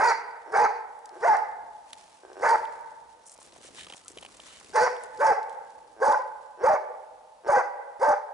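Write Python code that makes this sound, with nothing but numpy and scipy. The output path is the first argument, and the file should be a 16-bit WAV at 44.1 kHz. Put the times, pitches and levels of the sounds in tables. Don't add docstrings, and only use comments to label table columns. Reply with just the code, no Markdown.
import sys
import numpy as np
from scipy import signal
from scipy.fft import rfft, irfft, next_fast_len
from scipy.io import wavfile
from scipy.ndimage import uniform_filter1d, minimum_filter1d, map_coordinates

SR = 44100
rng = np.random.default_rng(int(sys.argv[2]) if len(sys.argv) > 2 else 0)


def volts_from_db(level):
    exponent = np.asarray(level, float) / 20
    return 10 ** exponent


def log_audio(samples):
    frames = np.atleast_2d(samples).T
    limited = np.clip(frames, -1, 1)
    pcm = np.round(limited * 32767).astype(np.int16)
    wavfile.write(sys.argv[1], SR, pcm)


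N = 367353

# f/Hz, likeness/(0-1)
NEAR_ALIKE = [(60, 1), (170, 0.68), (480, 0.43), (1350, 0.44), (3810, 0.28), (10800, 0.92)]


def dog():
    # t/s, length/s, flip to head after start/s, chest return/share of length, its level/dB
    barks = [
        (-0.024, 0.16, 0.054, 0.63, -29),
        (0.519, 0.16, 0.04, 0.63, -27.5),
        (1.213, 0.16, .065, 0.55, -41),
        (2.411, 0.16, 0.044, 0.71, -30.5),
        (4.734, 0.16, .032, 0.65, -20.5),
        (5.188, .157, 0.043, 0.77, -23),
        (6.001, .162, 0.044, 0.63, -22.5),
        (6.619, 0.16, 0.054, .5, -21),
        (7.465, .163, 0.062, 0.699, -21.5),
        (7.995, 0.16, 0.041, 0.59, -22),
    ]
    # after attack f/Hz, at flip f/Hz, under the head voice f/Hz, on return f/Hz
    chest_pitch = [(385, 450, 490, 485), (481, 440, 405, 480), (490, 740, 450, 415), (519.6, 610, 420, 480),
                   (499, 510, 425, 520), (526, 580, 610, 500), (490.2, 530, 590, 590), (490, 580, 570, 630),
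                   (546, 560, 470, 520), (464.6, 520, 590, 640)]
    # first f/Hz, middle f/Hz, last f/Hz
    head_pitch = [(870, 975, 900), (790, 860, 800), (930, 870, 810), (870, 930, 870), (880, 850, 900),
                  (890, 845, 780), (900, 850, 1000), (920, 770, 850), (860, 790, 1000), (870, 880, 820)]
    # chest attack level/dB, head level/dB, head change as chest returns/dB, overtone level/dB, hiss level/dB
    efforts = [(-40, -20.5, -1, -27.5, -40.5), (-29.5, -23.5, 1.5, -27, -46), (-23, -17, -1.5, -30.5, -50),
               (-27.5, -22.5, 4.5, -28, -46.5), (-25, -23.5, -8, -29.5, -42),
               (-23.5, -21.5, -0.5, -30.5, -48.5), (-20, -23, 2, -31, -49),
               (-19.5, -18.5, -6.5, -30.5, -50.5), (-22, -16, -11.5, -29.5, -49), (-23, -23, 1.5, -32, -51)]
    roughness = [.14, .3, .3, .33, .35, .5, .5, .45, .4, .6]
    facing = [2.5, -3.5, -2.5, -3.5, -1, -6, -10, -8, -9.5, -10]
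    echoes = [-46.5, -48, -46.5, -47, -48, -47.5, -47, -48, -46.5, -47]
    # t/s, pulse rate/Hz, level/dB
    growls = [
        [(.46, 110, -53), (.525, 230, -52)],
        [(1.11, 113, -57), (1.22, 230, -48)],
        [(2.234, 64, -54), (2.3, 64.4, -52), (2.385, 95, -47), (2.41, 116, -40.5)],
        [(4.7, 89, -73), (4.74, 55, -45)],
        [(5.965, 103, -59), (6.01, 121, -38)],
        [(6.575, 115, -56.5), (6.625, 194, -42)],
        [(7.425, 76, -61), (7.475, 155, -36.5)],
    ]
    out, creaks = np.zeros((2, N)), np.zeros((1, N))
    phrases = map(phrase, barks, chest_pitch, head_pitch, efforts)
    for rows, rough, facing_db, echo_db in zip(phrases, roughness, facing, echoes):
        start, voice = bark(rows, rough, facing_db)
        forest(out, start, voice, wet_db=echo_db, near_db=7.0)
    for rows in growls:
        start, voice = growl(rows)
        add(creaks, start, voice[None])
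    forest(out, 0, creaks[0], wet_db=-41.5, near_db=5.5)
    return out


def phrase(timing, chest_hz, head_hz, effort):
    s, length, flip, share, back_db = timing
    early, top, under, held = chest_hz
    first, middle, last = head_hz
    chest, head, sag, over, hiss = effort
    rest_hz, onset_db, attack_s = 363.75, -28, .023
    flip_s, settle_s, release_s = 0.00924, .018, 0.0271
    before_db = -31.5
    back = np.clip(share * length, flip + settle_s + .005, length - release_s - .005)
    return [(s, rest_hz, chest + onset_db, first, head + 0.87 * onset_db, over + onset_db, hiss + 0.5 * onset_db),
            (s + attack_s, early, chest, first, head + before_db, over - 4, hiss - 5.5),
            (s + flip - flip_s, top, chest - .8, first, head + 0.73 * before_db, over, hiss),
            (s + flip, top, chest - 7, first, head, over, hiss),
            (s + flip + settle_s, under, back_db - 11, (first + middle) / 2, head, over, hiss),
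            (s + back, held, back_db, middle, head + sag, over - 2.5, hiss - 1.5),
            (s + length - release_s, .94 * held, back_db - 7.5, last, head + sag - 2.5, over - 1.5, hiss - 2.5),
            (s + length, .8 * held, back_db - 14.5, last, head + sag - 11, over + 1, hiss - 14)]


def bark(rows, rough, facing_db):
    # multiple of pitch, level/dB
    head_partials = [(1, 1), (2, -30.5)]
    # f/Hz, level/dB per Hz
    teeth_spectrum = [(1650, -33), (2800, -4.5), (4040, -8), (4830, -9.5), (6760, -12), (7730, -7.5),
                      (9090, 0), (11200, -9), (14600, -45), (22000, -120)]
    # f/Hz, width/Hz, level/dB
    teeth_modes = [(4735, 370, 8), (5500, 780, 6.5), (6600, 520, 8.5), (8700, 580, -7.5)]
    start, (chest_hz, chest_db, head_hz, head_db, over_db, hiss_db) = curves(rows)
    n = len(chest_hz)
    fray = 0.42 * np.clip(abs(np.arange(n) / n / 0.56 - 1), 0, 1) ** 1.5
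    rough = rough + (1 - rough) * fray
    low = swing(chest_hz, jitter=.075 * rough)
    high = swing(head_hz, jitter=.045 * rough)

    def partial(turns, shimmer_db):
        return np.sqrt(2) * volts_from_db(shimmer_db * wobble(n, 90.44)) * np.sin(2 * np.pi * turns)

    chest = partial(low, shimmer_db=5 * rough)
    head = sum(volts_from_db(db) * partial(k * high, shimmer_db=6.5 * rough) for k, db in head_partials)
    over = unit(sum(k ** .45 * abs(throat(k * chest_hz)) * partial(k * low, shimmer_db=2 + 9 * rough)
                    for k in range(2, 6)))

    puffs = 0.78 + np.cos(np.pi * low) ** 4
    throat_air, low_air, top_air = rng.standard_normal((3, n)) * puffs
    rasp = unit(filtered(throat_air, throat))
    upper = np.sqrt(1 - rough) * over + 1.35 * np.sqrt(rough) * rasp
    upper = filtered(upper, lambda f: volts_from_db(facing_db / (1 + (1800 / (f + 1)) ** 8)))

    top_air = top_air * volts_from_db(2.5 * wobble(n, 40) - 40 * np.arange(n) / SR)
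    buzz = unit(sum(partial(k * low, shimmer_db=6) for k in range(9, 16)))
    low_air = low_air + 1.1 * (1 - rough) * buzz

    def teeth(hz):
        colour = volts_from_db(along(teeth_spectrum, hz)) * (0.43 + abs(rings(hz, teeth_modes)))
        return colour * np.array([hz < 7300, hz >= 7300])

    flutter = volts_from_db(3.24 * wobble(n, 160.5))
    hiss = unit(filtered(np.array([low_air, top_air]) * flutter, teeth).sum(0))

    def ending(fall_s):
        return np.clip(np.arange(n)[::-1] / SR / fall_s, 0, 1) ** 2

    voice = volts_from_db(chest_db) * chest + volts_from_db(head_db) * head + volts_from_db(over_db + 6.5) * upper
    return start, voice * ending(.016) + volts_from_db(hiss_db + 2.5) * hiss * ending(.03)


def throat(f):
    # f/Hz, width/Hz, level/dB
    throat_modes = [(436, 104, -6), (600, 173, -1.5), (829, 258, 1.5), (1180, 340, -3.5), (1543, 107, -1),
                    (2006, 206, -10), (2265, 187, -13), (2700, 240, -23.5)]
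    return rings(f, throat_modes) / (1 + (330 / (f + 1)) ** 6) / (1 + (f / 2700) ** 6)


def growl(rows):
    # f/Hz, width/Hz, level/dB
    muzzle_modes = [(364, 47, 5), (740, 450, -2), (1300, 120, -5.5), (1554, 69, 2)]
    start, (rate, db) = curves(rows)
    n = len(rate)
    turns = np.cumsum(rate * (1 + .07 * wobble(n, 56.8))) / SR
    slaps = np.diff(np.floor(turns), prepend=-1) * volts_from_db(db + 46 + 3.9 * wobble(n, 54.0))
    slaps = np.pad(slaps, (0, 2000))

    def muzzle(f):
        body = rings(f, muzzle_modes) / (1 + 1j * f / 1100) ** 2 / (1 + (260 / (f + 1)) ** 4)
        return body + rings(f, [(5440, 350, -14)]) ** 2

    return start, filtered(slaps, muzzle)


def forest(out, start, voice, wet_db, near_db):
    # f/Hz, t60/s, level/dB
    trunks = [(293, 1.09, -1.5), (690, 1.75, -2.5), (905, 1.53, -1.5), (1160, 1.34, -4), (1850, 1.236, 0.5),
              (2630, 0.94, 3.5), (5000, 0.55, 3.5), (6700, 0.32, 1), (10000, 0.11, 3.5)]
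    # f/Hz, likeness/(0-1)
    echo_alike = [(300, 0.9), (1000, 0.48), (2500, 0.46), (6000, 0.75)]
    hz, t, z = signal.stft(rng.standard_normal((2, SR * 3 // 2)), SR, nperseg=256)
    lumps = volts_from_db(2.5 * wobble(SR * 2, 45)[(t * SR).astype(int)])
    t60 = along([(f, s) for f, s, _ in trunks], hz)[:, None]
    db = along([(f, level) for f, _, level in trunks], hz)[:, None]
    far = volts_from_db(-60 * t / t60)
    near = volts_from_db(near_db - 60 * t / 0.36)
    tail = signal.istft(z * lumps * volts_from_db(db) * (far + near), SR, nperseg=256)[1]
    rise = np.clip(np.arange(tail.shape[1]) / (0.0063 * SR), 0, 1)
    tail = paired(tail, echo_alike) * rise
    heard = signal.fftconvolve(voice[None], volts_from_db(wet_db) * tail, axes=1)
    heard[:, :len(voice)] += voice
    add(out, start, heard)


def footsteps():
    # t/s, peak level/dB, f/Hz
    crust_snaps = [(3.257, -46, 6730), (3.276, -44, 8600), (3.2949, -38, 7200), (3.317, -36, 9250),
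                   (3.3375, -41.5, 8700), (3.4062, -46, 8700), (3.427, -43, 8350), (3.5229, -49, 4340),
                   (3.563, -52, 7750), (3.6756, -41.5, 5730), (3.761, -46, 3500), (3.796, -42.5, 3000),
                   (3.805, -43, 3160), (3.8667, -34, 2980), (3.899, -31, 3000), (3.923, -32.5, 3120),
                   (3.9355, -33, 2860), (3.9664, -39, 7240), (4.0463, -43, 8430), (4.084, -38, 7800),
                   (4.116, -41, 7700), (4.1732, -32.5, 3130), (4.1845, -31.5, 2970), (4.2257, -36, 3000),
                   (4.2487, -33.5, 3000), (4.261, -36, 2920), (4.3685, -42, 7200), (4.4003, -33, 3140),
                   (4.667, -45, 2700), (4.703, -45, 4720)]
    # t/s, peak level/dB, f/Hz
    twigs = [(0.99, -49, 8000), (1.0564, -34.5, 6270), (1.0912, -41.5, 5000), (1.367, -32, 5900),
             (1.9305, -24.5, 3000), (2.374, -45.5, 2500), (4.9297, -62, 5050), (4.9646, -35.5, 3200),
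             (5.0356, -31, 8700), (5.1735, -38, 5460), (5.4288, -42, 4710), (5.4944, -40, 3060),
             (5.7035, -49, 5560), (6.1236, -31, 4800), (6.219, -49, 5030)]
    # t/s, peak level/dB, f/Hz
    crunches = [(3.355, -47, 890), (3.387, -39, 850), (3.415, -45, 861), (3.45, -48, 420),
                (3.472, -46, 443), (3.505, -54.5, 765), (3.529, -42.5, 580), (3.562, -40.5, 693),
                (3.583, -42, 446), (3.608, -44, 510), (3.648, -39.5, 479), (3.687, -39.5, 550),
                (3.705, -41.5, 382), (3.746, -46.5, 790), (3.784, -40.5, 894), (3.869, -34.5, 980),
                (3.901, -36.5, 765), (3.925, -36, 820), (3.944, -37, 600), (4.053, -60, 1290),
                (4.105, -41, 353), (4.171, -33.5, 630), (4.228, -35, 654), (4.25, -34, 630),
                (4.285, -48, 969), (4.348, -54, 557), (4.395, -37, 870), (4.61, -40.5, 1100),
                (4.646, -41, 330), (4.7, -40.5, 393)]
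    # t/s,
    # peak level/dB, f/Hz
    ticks = [(1.5694, -63, 2780), (1.6844, -62, 4410), (2.332, -41.5, 4470), (2.3945, -42.5, 5690),
             (2.654, -29, 2640), (2.8744, -52, 3780), (3.24, -52, 6550), (3.2774, -45.5, 10600),
             (3.2774, -37, 9220), (3.3454, -44, 9430), (3.3624, -44, 5970), (3.3774, -36, 7930),
             (3.428, -37.5, 8830), (3.4514, -43, 6770), (3.4634, -36, 8880), (3.5237, -44, 4380),
             (3.5404, -43, 8070), (3.5704, -48, 8780), (3.5776, -42, 7830), (3.748, -38.5, 2550),
             (3.7756, -39, 3500), (3.7873, -40, 2890), (3.7945, -29, 2960), (3.8024, -36, 3910),
             (3.8116, -32, 3020), (3.8224, -34, 2970), (3.8344, -30.5, 3370), (3.8464, -32, 2910),
             (3.8858, -37, 3670), (3.9136, -35.5, 2980), (4.0815, -26, 7860), (4.1014, -37, 7880),
             (4.196, -46, 9170), (4.2124, -34, 8840), (4.2334, -35, 2990), (4.2864, -47, 8210),
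             (4.3216, -43, 7910), (4.4028, -37, 2920), (5.5114, -52, 4820)]
    # t/s, peak level/dB, f/Hz
    squeaks = [
        (4.055, -48, 1300),
        (4.5, -50.5, 1300),
        (5.2, -27, 1490),
    ]
    out = snaps(crust_snaps, t60=.012, share=.2, spread=.14, rise_s=.002)
    out += snaps(twigs, t60=.01, share=.3, spread=.5)
    out += snaps(crunches, t60=.018, share=.4, spread=.04, rise_s=.001)
    out += snaps(ticks, t60=.004, share=.5, spread=.3, rise_s=.0002)
    return out + snaps(squeaks, t60=0.065, share=0.056, spread=.01)


def snaps(events, t60, share, spread, rise_s=0.0054):
    out, t = np.zeros((2, N)), np.arange(2048) / SR
    f = np.fft.rfftfreq(2048, 1 / SR)
    shape = volts_from_db(-60 * t / t60) * (1 - np.exp(-t / rise_s))
    for s, db, hz in events:
        burst = [[1, 0.38], [1, 0.068]] @ rng.standard_normal((2, len(t))) * shape
        colour = 1 / (1 + ((f - hz) / (share * hz)) ** 2) + spread * f / (f + hz)
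        crack = irfft(rfft(np.roll(burst, 128, 1)) * colour)
        add(out, round(s * SR) - 128, volts_from_db(db) * crack / abs(crack).max())
    return out


def boot_scrapes():
    # t/s, level/dB
    drags = [
        [(3.765, -53), (3.785, -45.5), (3.83, -49), (3.86, -56)],
        [(4.43, -65), (4.5, -52), (4.6, -57.5)],
        [(3.6, -64), (3.67, -56.5), (3.69, -57)],
    ]
    # f/Hz, width/Hz, level/dB
    crust_modes = [(1850, 510, -4.5), (3000, 160, 2), (3670, 390, -3), (8000, 2300, -10.5)]
    return scrapes(drags, crust_modes, grit_db=3)


def sleeve_swishes():
    # t/s, level/dB
    brushes = [
        [(3.252, -70), (3.268, -51.5), (3.3, -57.5), (3.35, -53)],
        [(3.4, -54), (3.43, -59.5), (3.47, -71)],
        [(3.61, -66.5), (3.67, -53), (3.69, -63)],
        [(3.745, -60), (3.8, -62), (3.86, -64.5)],
        [(3.955, -55), (3.97, -56.5), (3.985, -59)],
        [(4.08, -53), (4.095, -56), (4.125, -56.5)],
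    ]
    # f/Hz, width/Hz, level/dB
    nylon_modes = [(5700, 700, -0.5), (7200, 600, 4), (8600, 800, 4.5), (10300, 1500, -5)]
    return scrapes(brushes, nylon_modes, grit_db=3.5)


def scrapes(strokes, body, grit_db):
    out = np.zeros((2, N))
    for rows in strokes:
        start, (db,) = curves(rows)
        n = len(db)
        grit = paired(rng.standard_normal((2, n)) * volts_from_db(grit_db * wobble(n, 350)), NEAR_ALIKE)
        add(out, start, volts_from_db(db) * unit(filtered(grit, lambda f: rings(f, body))))
    return out


def rustle():
    # t/s, cloth level/dB
    movement = [(0, -53), (.21, -70.5), (1.07, -73), (1.3, -55.5), (1.55, -73), (1.8, -68), (1.95, -58),
                (2.301, -66.5), (2.55, -57.5), (2.95, -68), (3.18, -70), (3.29, -63.5), (3.8, -54.5),
                (4.02, -58.5), (4.55, -54.5), (5.33, -63.5), (5.5, -67), (8.33, -84.5)]
    # f/Hz, level/dB per Hz
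    cloth_spectrum = [(180, -17), (300, -3), (438, -11), (621, -1), (690, -6), (893, -5), (1010, -5),
                      (7790, -8.5), (11200, -14), (14600, -44), (22000, -120)]
    # f/Hz, level/dB per Hz
    tread_spectrum = [(15, -52), (25, -23), (49, 6), (113, -3), (271, 0.5), (500, 0.5), (650, -26.5),
                      (1100, -120)]
    cloth_db = np.interp(np.arange(N) / SR, *np.transpose(movement))
    tread_db = -69.5 + 0.4 * (cloth_db + 64.5)
    grit = volts_from_db(3.2 * wobble(N, 300) + 1.8 * wobble(N, 25))
    cloth = near_noise(grit, cloth_spectrum)
    tread = near_noise(volts_from_db(3.2 * wobble(N, 6.0)), tread_spectrum)
    return volts_from_db(cloth_db + 1.14) * cloth + volts_from_db(tread_db + 3.0) * tread


def still_air():
    # f/Hz, level/dB per Hz
    floor_spectrum = [(15, -45), (25, -16), (330, -24), (496, -4), (849, -2), (1180, -7.5), (1570, -15.5),
                      (11200, -24.5), (14600, -49.5), (22000, -120)]
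    return volts_from_db(-61.5) * near_noise(1, floor_spectrum)


def near_noise(gain, spectrum):
    pair = paired(rng.standard_normal((2, N)) * gain, NEAR_ALIKE)
    return unit(filtered(pair, lambda hz: volts_from_db(along(spectrum, hz))))


def unit(x):
    return x / np.sqrt(np.mean(x ** 2) + 1e-20)


def along(points, hz):
    f, v = np.transpose(points)
    return np.interp(np.log(hz + 1), np.log(f + 1), v)


def curves(rows):
    s, *cols = np.transpose(rows)
    n = np.arange(max(0, round(s[0] * SR)), min(N, round(s[-1] * SR)))
    return n[0], [np.interp(n / SR, s, c) for c in cols]


def wobble(n, rate):
    knots = rng.standard_normal(int(n * 500 / SR) + 9)
    return map_coordinates(knots, [np.arange(n) * rate / SR])


def swing(hz, jitter):
    return np.cumsum(hz * (1 + jitter * wobble(len(hz), 124.66))) / SR


def rings(f, modes):
    return sum((-1) ** k * volts_from_db(db) * 1j * f * w / (c * c - f * f + 1j * f * w)
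               for k, (c, w, db) in enumerate(modes))


def filtered(x, response):
    m = next_fast_len(x.shape[-1] + 8192)
    return irfft(rfft(x, m) * response(np.fft.rfftfreq(m, 1 / SR)), m)[..., :x.shape[-1]]


def paired(two, alike):
    def weights(hz):
        turn = np.arccos(np.clip(along(alike, hz), -1, 1)) / 2
        return np.array([np.cos(turn), np.sin(turn)])

    mid, side = filtered(two, weights)
    return np.array([mid + side, mid - side])


def add(out, start, part):
    out[:, start:start + part.shape[1]] += part[:, :N - start]


def scene():
    walker = footsteps() + boot_scrapes() + sleeve_swishes() + rustle()
    return dog() + walker + still_air()


def band_limit(x):
    return signal.sosfilt(signal.butter(12, 11350, fs=SR, output="sos"), x)


def record(dry):
    # f/Hz, left's lead/rad
    left_lead = [(0, -1.8), (340, -0.69), (860, -0.83), (1720, -0.88), (2840, -1.36), (4050, -0.73),
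                 (5000, -0.39), (6030, -0.12), (6290, -0.68), (8700, -0.27), (10900, -0.8)]
    # f/Hz, left over right level/dB
    balance = [(60, 0.5), (110, 1), (190, 0), (340, 1), (600, 0), (1070, -2.5), (1910, -1), (3390, -0.5),
               (6040, 0), (10800, 1.5)]
    limit = .25
    need = np.minimum(1, limit / (abs(dry).max(0) + 1e-9))
    gain = uniform_filter1d(minimum_filter1d(need, size=41), size=31)
    x = dry * gain
    x = x + (.012 + .055 * (1 - gain)) * x ** 2

    def microphones(hz):
        half = volts_from_db(along(balance, hz) / 2) * np.exp(.5j * along(left_lead, hz))
        return np.array([half, 1 / half]) * hz / (hz + 25) * (hz < 11080)

    return band_limit(filtered(x, microphones))


dry = scene()
out = record(dry)
log_audio(out)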